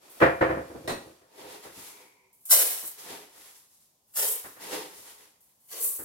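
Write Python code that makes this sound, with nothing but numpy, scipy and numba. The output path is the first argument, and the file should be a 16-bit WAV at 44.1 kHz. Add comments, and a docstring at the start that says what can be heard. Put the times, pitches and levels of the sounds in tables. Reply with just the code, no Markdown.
"""Rice shifts in a container that is set down with hollow thuds, and a utensil clacks, in a tiled kitchen.
Three times a cup crunches into the dry rice and tips its load into a cooking pot: a rush of tiny
impacts rings the metal and thins to a hiss of grain on grain, while the hollow air note of the cup
sinks as it empties. Two closely spaced microphones listen from a metre away."""
import sys
import numpy as np
from scipy import signal
from scipy.fft import rfft, irfft
from scipy.io import wavfile
from scipy.ndimage import uniform_filter1d
from numba import njit

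SR = 44100
rng = np.random.default_rng(int(sys.argv[2]) if len(sys.argv) > 2 else 0)


def master_out(mix):
    """Clip the mix to full scale and print it as 16-bit PCM to the path in sys.argv[1]."""
    frames = np.transpose(np.atleast_2d(mix))
    ceiling = np.clip(frames, -1, 1)
    pcm = np.round(ceiling * 32767).astype(np.int16)
    wavfile.write(sys.argv[1], SR, pcm)


N = 266364
TIME_S = np.arange(N) / SR
FREQ_HZ = np.fft.rfftfreq(N, 1 / SR)
MIC_LAG_S = .00039


def undb(db):
    """Decibels to gain."""
    return 10 ** (np.asarray(db) / 20)


def unit(x):
    """Scale to rms 1."""
    return x / np.sqrt(np.mean(x ** 2))


def colour(points):
    """Gain at every frequency from (Hz, dB) points."""
    hz, db = np.transpose(points)
    return undb(np.interp(np.log(FREQ_HZ + 1), np.log(hz), db))


def resonances(modes):
    """Summed response of (Hz, width in Hz, dB) resonances."""
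    return sum(undb(db) / (1 + 2j * (FREQ_HZ - hz) / width_hz) for hz, width_hz, db in modes)


def envelope(start_s, rise_s, hold_s, t60_s):
    """Gain that swells, half up at its start, holds, then dies away."""
    age_s = TIME_S - start_s
    return .5 * (1 + np.tanh(.5 * age_s / rise_s)) * undb(-60 * np.maximum(age_s - hold_s, 0) / t60_s)


def wander(rate_hz):
    """Ramps between random levels; spread near 1."""
    step = max(2, int(SR / rate_hz))
    return 1.2 * uniform_filter1d(np.repeat(rng.standard_normal(N // step + 1), step), step)[:N]


def diffuse(response=1, alike_hz=520):
    """Noise from all sides, rms 1: left and right share the bass but not the treble."""
    mid, side = rng.standard_normal((2, 2 * len(FREQ_HZ))).view(complex)
    likeness = .94 / (1 + (FREQ_HZ / alike_hz) ** 4)
    mid, side = mid * np.sqrt(1 + likeness), side * np.sqrt(1 - likeness)
    return unit(irfft(np.array([mid + side, mid - side]) * response, N))


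def kitchen(walls_db=7, early_t60_s=0.022, late_t60_s=0.95, late_db=-23):
    """Room response: direct sound, left first, then reflections off the tiles and a late tail."""
    t = TIME_S[:SR]
    decay = undb(-60 * t / early_t60_s) + undb(late_db - 60 * t / late_t60_s)
    path = undb(walls_db) * unit(rng.standard_normal((2, SR)) * decay) / np.sqrt(SR)
    path[[0, 1], [0, round(MIC_LAG_S * SR)]] += 1
    return rfft(path, N)


def grains(gain, spectrum, peak_per_s, spread_db, wash_db):
    """Random impacts, denser with more flow, over a wash of countless tiny contacts."""
    chance = np.clip(peak_per_s * (gain / gain.max()) ** .4 / SR, 1e-3, 1)
    size = undb(spread_db * np.minimum(rng.exponential(size=N), 6)) * rng.choice([-1, 1], N)
    impacts = unit((rng.random(N) < chance) * size / np.sqrt(chance))
    pad = 256
    tick = np.roll(irfft(kitchen() * spectrum, N), pad, axis=1)[:, :SR]
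    tick /= np.sqrt(np.sum(tick ** 2) / 2)
    ticks = signal.fftconvolve([impacts * gain], tick)[:, pad:pad + N]
    wash = undb(wash_db) * gain * diffuse(spectrum)
    return (ticks + wash) / np.hypot(1, undb(wash_db))


# Room tone spectrum. Each row: frequency in Hz, level in dB.
ROOM_SPECTRUM = [(20, -26.5), (60, -11), (150, -5), (400, -11), (1000, -9), (1500, -24), (6000, -14.5),
                 (15000, -19.5)]

def room_tone(level_db=-71.5):
    """Faint steady noise of the kitchen."""
    return undb(level_db) * diffuse(colour(ROOM_SPECTRUM))


# Spectra of rice moving in the container. Each row: frequency in Hz, level in dB.
TRICKLE_SPECTRUM = [(2000, -22.5), (5000, -9.5), (8000, -7.5), (11000, -5), (13500, -9), (16000, -14.5)]
CRUNCH_SPECTRUM = [(200, -17), (600, -1), (1000, 5.5), (1500, 1.5), (2200, 3), (3200, 1), (5000, -1.5),
                   (7000, -7), (12000, -11.5), (16000, -31)]
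RUMBLE_SPECTRUM = [(40, -31.5), (100, -16.5), (180, -7.5), (380, 3), (650, 2), (1000, -9), (2000, -20),
                   (5000, -52)]
# Shifts of the rice. Each row: start, rise and hold in seconds, level in dB.
RICE_SHIFTS = [(.015, .01, 1.05, -55), (.15, 0.023, 0.049, -52), (.41, .01, .1, -57.5)]

def shifts(crunch_db=-4, rumble_db=5, t60_s=1.0):
    """Rice slides softly inside the moving container."""
    gain = np.sqrt(sum((undb(db) * envelope(*timing, t60_s)) ** 2 for *timing, db in RICE_SHIFTS))
    spectrum = colour(TRICKLE_SPECTRUM) + undb(crunch_db) * colour(CRUNCH_SPECTRUM)
    spectrum += undb(rumble_db) * colour(RUMBLE_SPECTRUM)
    return grains(gain, spectrum, peak_per_s=12000, spread_db=4, wash_db=5.5)


# Spectra of falling rice, on rice and on the pot. Each row: frequency in Hz, level in dB.
HISS_SPECTRUM = [(2000, -42), (5000, -25), (6700, -10.5), (7800, -4.5), (11000, 1.5), (13500, -1),
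                 (15500, -3.5), (16500, -11)]
IMPACT_SPECTRUM = [(60, -19), (250, -18), (450, -6.5), (900, 1.5), (1400, -1), (2200, -2), (4500, -0.5),
                   (7000, -1), (10000, -15.5), (16000, -13.5)]
# Small spills. Each row: start in seconds, level in dB, t60 in seconds.
RICE_SPILLS = [(0.096, -51.5, 1.2), (2.329, -59.5, 0.56), (2.408, -64.5, 1.2), (2.453, -39.5, .7),
               (5.405, -60, 0.82), (5.6, -68.5, 1)]

def spills(impact_db=-25):
    """A few grains drop at once and scatter."""
    gain = sum((TIME_S >= start_s) * undb(db - 60 * abs(TIME_S - start_s) / t60_s)
               for start_s, db, t60_s in RICE_SPILLS)
    spectrum = colour(HISS_SPECTRUM) + undb(impact_db) * colour(IMPACT_SPECTRUM)
    return grains(gain, spectrum, peak_per_s=6000, spread_db=2, wash_db=1)


# Resonances of the container, sounded by the scraping cup. Each row: frequency and half-width in Hz, level in
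# dB.
RIM_MODES = [(387.2, 4.5, 6.5), (500, 13, -6.5), (960, 70, -4.5), (2150, 130, -11), (2330, 160, -10)]
# Scrapes along the container. Each row: start, rise and hold in seconds, level in dB.
RIM_SCRAPES = [(1.804, .02, 0.27, -60.5), (2.17, .012, 0.088, -67)]

def scrapes(t60_s=.7):
    """Friction at the rim makes the container sing faintly."""
    # Squared, so the valleys between resonances stay dark.
    song = sum(undb(db) * abs(resonances([(hz, 2 * half_hz, 0)])) ** 2 for hz, half_hz, db in RIM_MODES)
    gain = np.sqrt(sum((undb(db) * envelope(*timing, t60_s)) ** 2 for *timing, db in RIM_SCRAPES))
    return gain * diffuse(song)


# Resonances of container and cup while digging. Each row: frequency and width in Hz, level in dB.
SCOOP_MODES = [(184, 5.3, 3.5), (309, 14, 0), (423.5, 14, 3), (505, 4.9, 6.5), (810, 26, 1), (910, 29, 7.5)]
# Cup strokes. Each row: start, rise and hold in seconds, level in dB, depth as rumble gain in dB.
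SCOOP_STROKES = [(1.359, 0.025, 0.19, -52.5, 3.5), (1.5, .008, 0.033, -54.5, -2.5),
                 (1.626, .008, 0.021, -51.5, -0.5), (1.746, 0.02, 0.14, -52.5, -7.5),
                 (1.943, 0.013, 0.087, -61.5, 1), (2.983, .006, 0.018, -51, -8),
                 (3.056, 0.0205, 0.081, -45.5, 1), (3.338, 0.0212, 0.16, -59, -8.5),
                 (3.54, 0.0096, 0.025, -66, -16.5), (3.704, .01, 0.048, -78, -23.5),
                 (3.8, 0.0094, 0.024, -77.5, -21.5), (4.608, 0.0083, 0.077, -46.5, -2),
                 (4.706, .012, 0.036, -39.5, -1), (4.74, 0.0054, 0.012, -44, 5),
                 (4.954, 0.041, 0.031, -56, -15), (5.048, 0.015, .05, -54, -5.5),
                 (5.178, 0.0056, 0.053, -61.5, -4.5), (5.45, 0.0084, .08, -79.5, -8)]

def scoops(crunch_db=1.5, trickle_db=1, slip_db=0.75, body_db=9, settle_t60_s=.56, trickle_per_depth=.7):
    """The cup digs in small slips; deep strokes shake the container, shallow ones let grains trickle."""
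    power = np.array([(undb(db) * envelope(*timing, settle_t60_s)) ** 2
                      for *timing, db, _ in SCOOP_STROKES])
    depth_db = np.array(SCOOP_STROKES)[:, -1]
    slips = undb(slip_db * wander(rate_hz=70))
    crunch_gain = np.sqrt(power.sum(axis=0)) * slips
    rumble_gain = np.sqrt(undb(depth_db) ** 2 @ power) * slips
    trickle_gain = np.sqrt(undb(-trickle_per_depth * depth_db) ** 2 @ power)
    body = colour(RUMBLE_SPECTRUM) * np.hypot(1, undb(body_db) * abs(resonances(SCOOP_MODES)))
    crunch = grains(crunch_gain, colour(CRUNCH_SPECTRUM), peak_per_s=1500, spread_db=.5, wash_db=3.5)
    rumble = rumble_gain * diffuse(body)
    trickle = grains(trickle_gain, colour(TRICKLE_SPECTRUM), peak_per_s=4900, spread_db=3, wash_db=4.5)
    return undb(crunch_db) * crunch + rumble + undb(trickle_db) * trickle


def knocks(blows, modes, spectrum, body_t60_s, room_t60_s, room_db, pivot_hz=600):
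    """Each blow rings a few clear modes over a dense, short clatter; a softer contact is duller."""
    out = np.zeros((2, N + SR))
    t, freq_hz = TIME_S[:SR], np.fft.rfftfreq(SR, 1 / SR)
    response = np.interp(freq_hz, FREQ_HZ, colour(spectrum))
    octaves = np.log2(np.maximum(freq_hz / pivot_hz, .5))
    noise = diffuse()
    mic_time_s = t - np.array([[0], [MIC_LAG_S]])
    ring = sum(undb(db - 60 * t / t60_s) * np.sin(2 * np.pi * hz * mic_time_s) for hz, db, t60_s in modes)
    ring /= np.sqrt(sum(undb(db) ** 2 for _, db, _ in modes) / 2)
    decay = undb(-60 * t / body_t60_s) + undb(room_db - 60 * t / room_t60_s)
    fade = np.minimum(1, 2 * (1 - t)) ** 2
    for start_s, db, tilt_db_per_oct, ring_db, rise_s in blows:
        tilt = undb(tilt_db_per_oct * octaves)
        burst = np.roll(noise, rng.integers(N), axis=1)[:, :SR]
        clatter = unit(irfft(rfft(burst) * response * tilt, SR)) * decay
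        ringing = undb(ring_db) * irfft(rfft(ring) * tilt, SR)
        attack = 1 - np.exp(-(t / rise_s) ** 2)
        start = int(start_s * SR)
        out[:, start:start + SR] += undb(db) * (clatter + ringing) * attack * fade
    return out[:, :N]


# Utensil clatter spectrum. Each row: frequency in Hz, level in dB.
CLACK_SPECTRUM = [(40, -17), (190, -8), (240, -7), (350, -4), (700, -4.5), (1500, -14.5), (2000, -14.5),
                  (3200, -22.5), (4100, -13), (5000, -28.5), (9000, -23), (16000, -36)]
# Utensil modes. Each row: frequency in Hz, level in dB, t60 in seconds.
CLACK_MODES = [(237, 0, 0.4), (365, -0.5, 0.49), (654, 11, 0.29), (687, 0, 0.19), (1820, -5, 0.33),
               (1915, 5, 0.39), (2073, -6, 0.27), (2560, -9, 0.35), (2676, -11.5, 0.39), (4180, -8, 0.33),
               (4285, -16, 0.27), (5200, -2, 0.12), (5480, -12, .35), (5879, -10.5, 0.41)]
# Blows. Each row: start in seconds, level in dB, tilt in dB per octave, ring in dB, rise in seconds.
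CLACK_BLOWS = [(.874, -32, 0.85, -1, 0.0028), (.89, -30.5, -0.67, 0, 0.0047)]

def clack():
    """A hard utensil strikes and rebounds."""
    return knocks(CLACK_BLOWS, CLACK_MODES, CLACK_SPECTRUM, body_t60_s=.36, room_t60_s=.35, room_db=-6.5)


# Container clatter spectrum. Each row: frequency in Hz, level in dB.
THUD_SPECTRUM = [(25, -47), (70, -11.5), (200, -9.5), (400, -1), (600, -4), (850, -6), (1800, -5.5),
                 (2500, -17.5), (3500, -30), (6000, -43), (16000, -54)]
# Container modes. Each row: frequency in Hz, level in dB, t60 in seconds.
THUD_MODES = [(73, -10.5, 0.35), (133.5, -6, 0.25), (326.1, 3.5, 0.27), (416.4, -5.5, .22),
              (501.6, 3.5, 0.29), (536, 3, 0.37), (675, -1.5, 0.43), (628, -6, 0.3), (723, -13, 0.63),
              (940, -11, 0.27), (1020, -10, 0.34), (1261, -8.5, .4), (1710, -12.5, 0.27), (1782, -17, .2),
              (1910, -19, .4), (2385, -22.5, 0.65)]
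# Blows. Each row: start in seconds, level in dB, tilt in dB per octave, ring in dB, rise in seconds.
THUD_BLOWS = [(.2, -34.5, 6.5, 3, 0.0028), (.21, -13.5, 0.5, 3.5, 0.0097), (.406, -20.5, 0.24, 5, 0.0062),
              (.487, -26.5, -1, 6.5, 0.013), (.569, -36, -3.5, 0.5, 0.003), (.695, -45.5, -4.5, 0, 0.0048),
              (.742, -38, -8.5, -18, 0.0074), (.835, -50, -6, 9, 0.012), (1.055, -54, -7, 3, 0.0044),
              (1.2, -58, -2, 0, 0.022), (1.4, -52, 1, 15, 0.06), (1.645, -47.5, -0.5, 1, 0.0071),
              (1.762, -51, -10.5, -21, 0.01), (2.5, -51, -4, -2, 0.0085), (2.81, -47, -0.5, -18, 0.02),
              (3.075, -56.5, -4.5, 8, 0.033), (3.34, -60.5, 0.5, 4, 0.021), (4.438, -44.5, 1, -13, 0.0067),
              (4.55, -50.5, 2.5, -4, 0.017), (4.975, -59.5, -7, -14.5, .006),
              (5.982, -42, -3.5, -4.5, 0.013)]

def thuds():
    """The hollow container is set down, then lightly knocked."""
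    return knocks(THUD_BLOWS, THUD_MODES, THUD_SPECTRUM, body_t60_s=.31, room_t60_s=.4, room_db=-8.5)


def cup_note(flow, age_s, full_hz, empty_hz=450, width_hz=171.0, sink_s=.073, open_s=.044, fade_s=.31):
    """The stream rattles the air in the cup; the note swells as the mouth clears, sinks and fades."""
    note_hz = empty_hz + (full_hz - empty_hz) * np.exp(-age_s / sink_s)
    air = np.array([moving_band(moving_band(x, note_hz, width_hz), note_hz, width_hz) for x in diffuse()])
    opening = 1 - np.exp(-age_s / open_s)
    fade = np.exp(-(age_s / fade_s) ** 2)
    return flow * opening * fade * unit(air)


@njit
def moving_band(x, centre_hz, width_hz):
    """State-variable band-pass whose centre moves."""
    out, band_state, low_state = np.empty(len(x)), 0., 0.
    for i in range(len(x)):
        g, damping = np.tan(np.pi * centre_hz[i] / SR), width_hz / centre_hz[i]
        band = (band_state + g * (x[i] - low_state)) / (1 + g * (g + damping))
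        band_state = 2 * band - band_state
        low_state += 2 * g * band
        out[i] = damping * band
    return out


# Pot resonances. Each row: frequency and width in Hz, level in dB.
POT_RESONANCES = [(2970, 98, 0.5), (3420, 59, -4), (3900, 35, 1.5), (4020, 60, -5), (4545, 30, 1),
                  (5360, 110, -0.5), (5800, 46, -3), (6630, 75, -1.5), (7238, 40, 0)]

def pot_strikes(flow, age_s, ring_db, cover_s=.16, tilt_db_per_oct=.7, pivot_hz=3500):
    """Grains ring the bright, bare metal until a bed of rice covers and damps it."""
    strike = colour(IMPACT_SPECTRUM)
    bare = np.exp(-(age_s / cover_s) ** 2)
    tilt = undb(tilt_db_per_oct * np.log2((FREQ_HZ + 1) / pivot_hz))
    # Just below each resonance the wall cancels the direct tick.
    ringing = strike * tilt * (1 + 1j * undb(ring_db) * resonances(POT_RESONANCES))
    on_metal = grains(flow * bare, ringing, peak_per_s=2500, spread_db=1.5, wash_db=-14.5)
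    on_rice = grains(flow * np.sqrt(1 - bare ** 2), strike, peak_per_s=2200, spread_db=1.5, wash_db=-12)
    return on_metal + on_rice


# The rest of each load sliding out. Each row: start, rise, hold and t60 in seconds, hiss in dB.
LATE_SURGES = [(2.855, 0.0034, .018, 0.15, -37.5), (4.275, 0.0083, 0.051, 0.21, -29.5),
               (5.816, 0.013, 0.045, 0.66, -25.5)]
# Cup loads. Each row: landing, rise, hold and t60 in seconds; strikes, hiss, pot ring and cup note
# in dB; note of the full cup in Hz.
CUP_LOADS = [(2.506, 0.0043, .02, 0.67, -24.5, -12.5, 7.5, -4.5, 700),
             (4.166, .007, 0.065, 0.56, -34, -24, -18.5, -1.5, 570),
             (5.709, .008, 0.1, 0.75, -45.5, -42, -16.5, -1, 503)]

def pours(impact_db=1.5, hiss_db=-.8, clump_db=1, empty_after_s=.42, empty_t60_s=.26,
          lead_db=-53.5, lead_db_per_s=186, lead_impact_db=-13):
    """Each load strikes the pot, sounds the cup and skitters over the rice already there."""
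    clumps = undb(clump_db * wander(rate_hz=110))
    hiss_gain = sum(undb(db) * envelope(*timing) for *timing, db in LATE_SURGES)
    out = np.zeros((2, N))
    for land_s, rise_s, hold_s, t60_s, strike_db, skitter_db, ring_db, cup_db, full_hz in CUP_LOADS:
        age_s = np.maximum(TIME_S - land_s, 0)
        run_out = undb(-60 * np.maximum(age_s - empty_after_s, 0) / empty_t60_s)
        stream = envelope(land_s, rise_s, hold_s, t60_s) * run_out
        lead = undb(lead_db - lead_db_per_s * abs(TIME_S - land_s))  # grains slip as the cup tilts
        flow = (undb(strike_db) * stream + undb(lead_impact_db) * lead) * clumps
        out += undb(impact_db) * pot_strikes(flow, age_s, ring_db)
        out += undb(cup_db) * cup_note(flow, age_s, full_hz)
        hiss_gain += undb(skitter_db) * stream + lead
    hiss = grains(hiss_gain * clumps, colour(HISS_SPECTRUM), peak_per_s=7000, spread_db=-1.5, wash_db=7)
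    return out + undb(hiss_db) * hiss


def scene():
    """Knocks, scoops and pours over the quiet of the kitchen."""
    handling = thuds() + clack()
    rice = pours() + scoops() + scrapes() + shifts() + spills()
    lean_left = undb([[.2], [-.2]])
    return handling + rice * lean_left + room_tone()


def record(dry, top_hz=15900):
    """A steep low-pass cuts the highest treble."""
    return signal.sosfilt(signal.ellip(10, .2, 80, top_hz, fs=SR, output="sos"), dry)


dry = scene()
out = record(dry)
master_out(out)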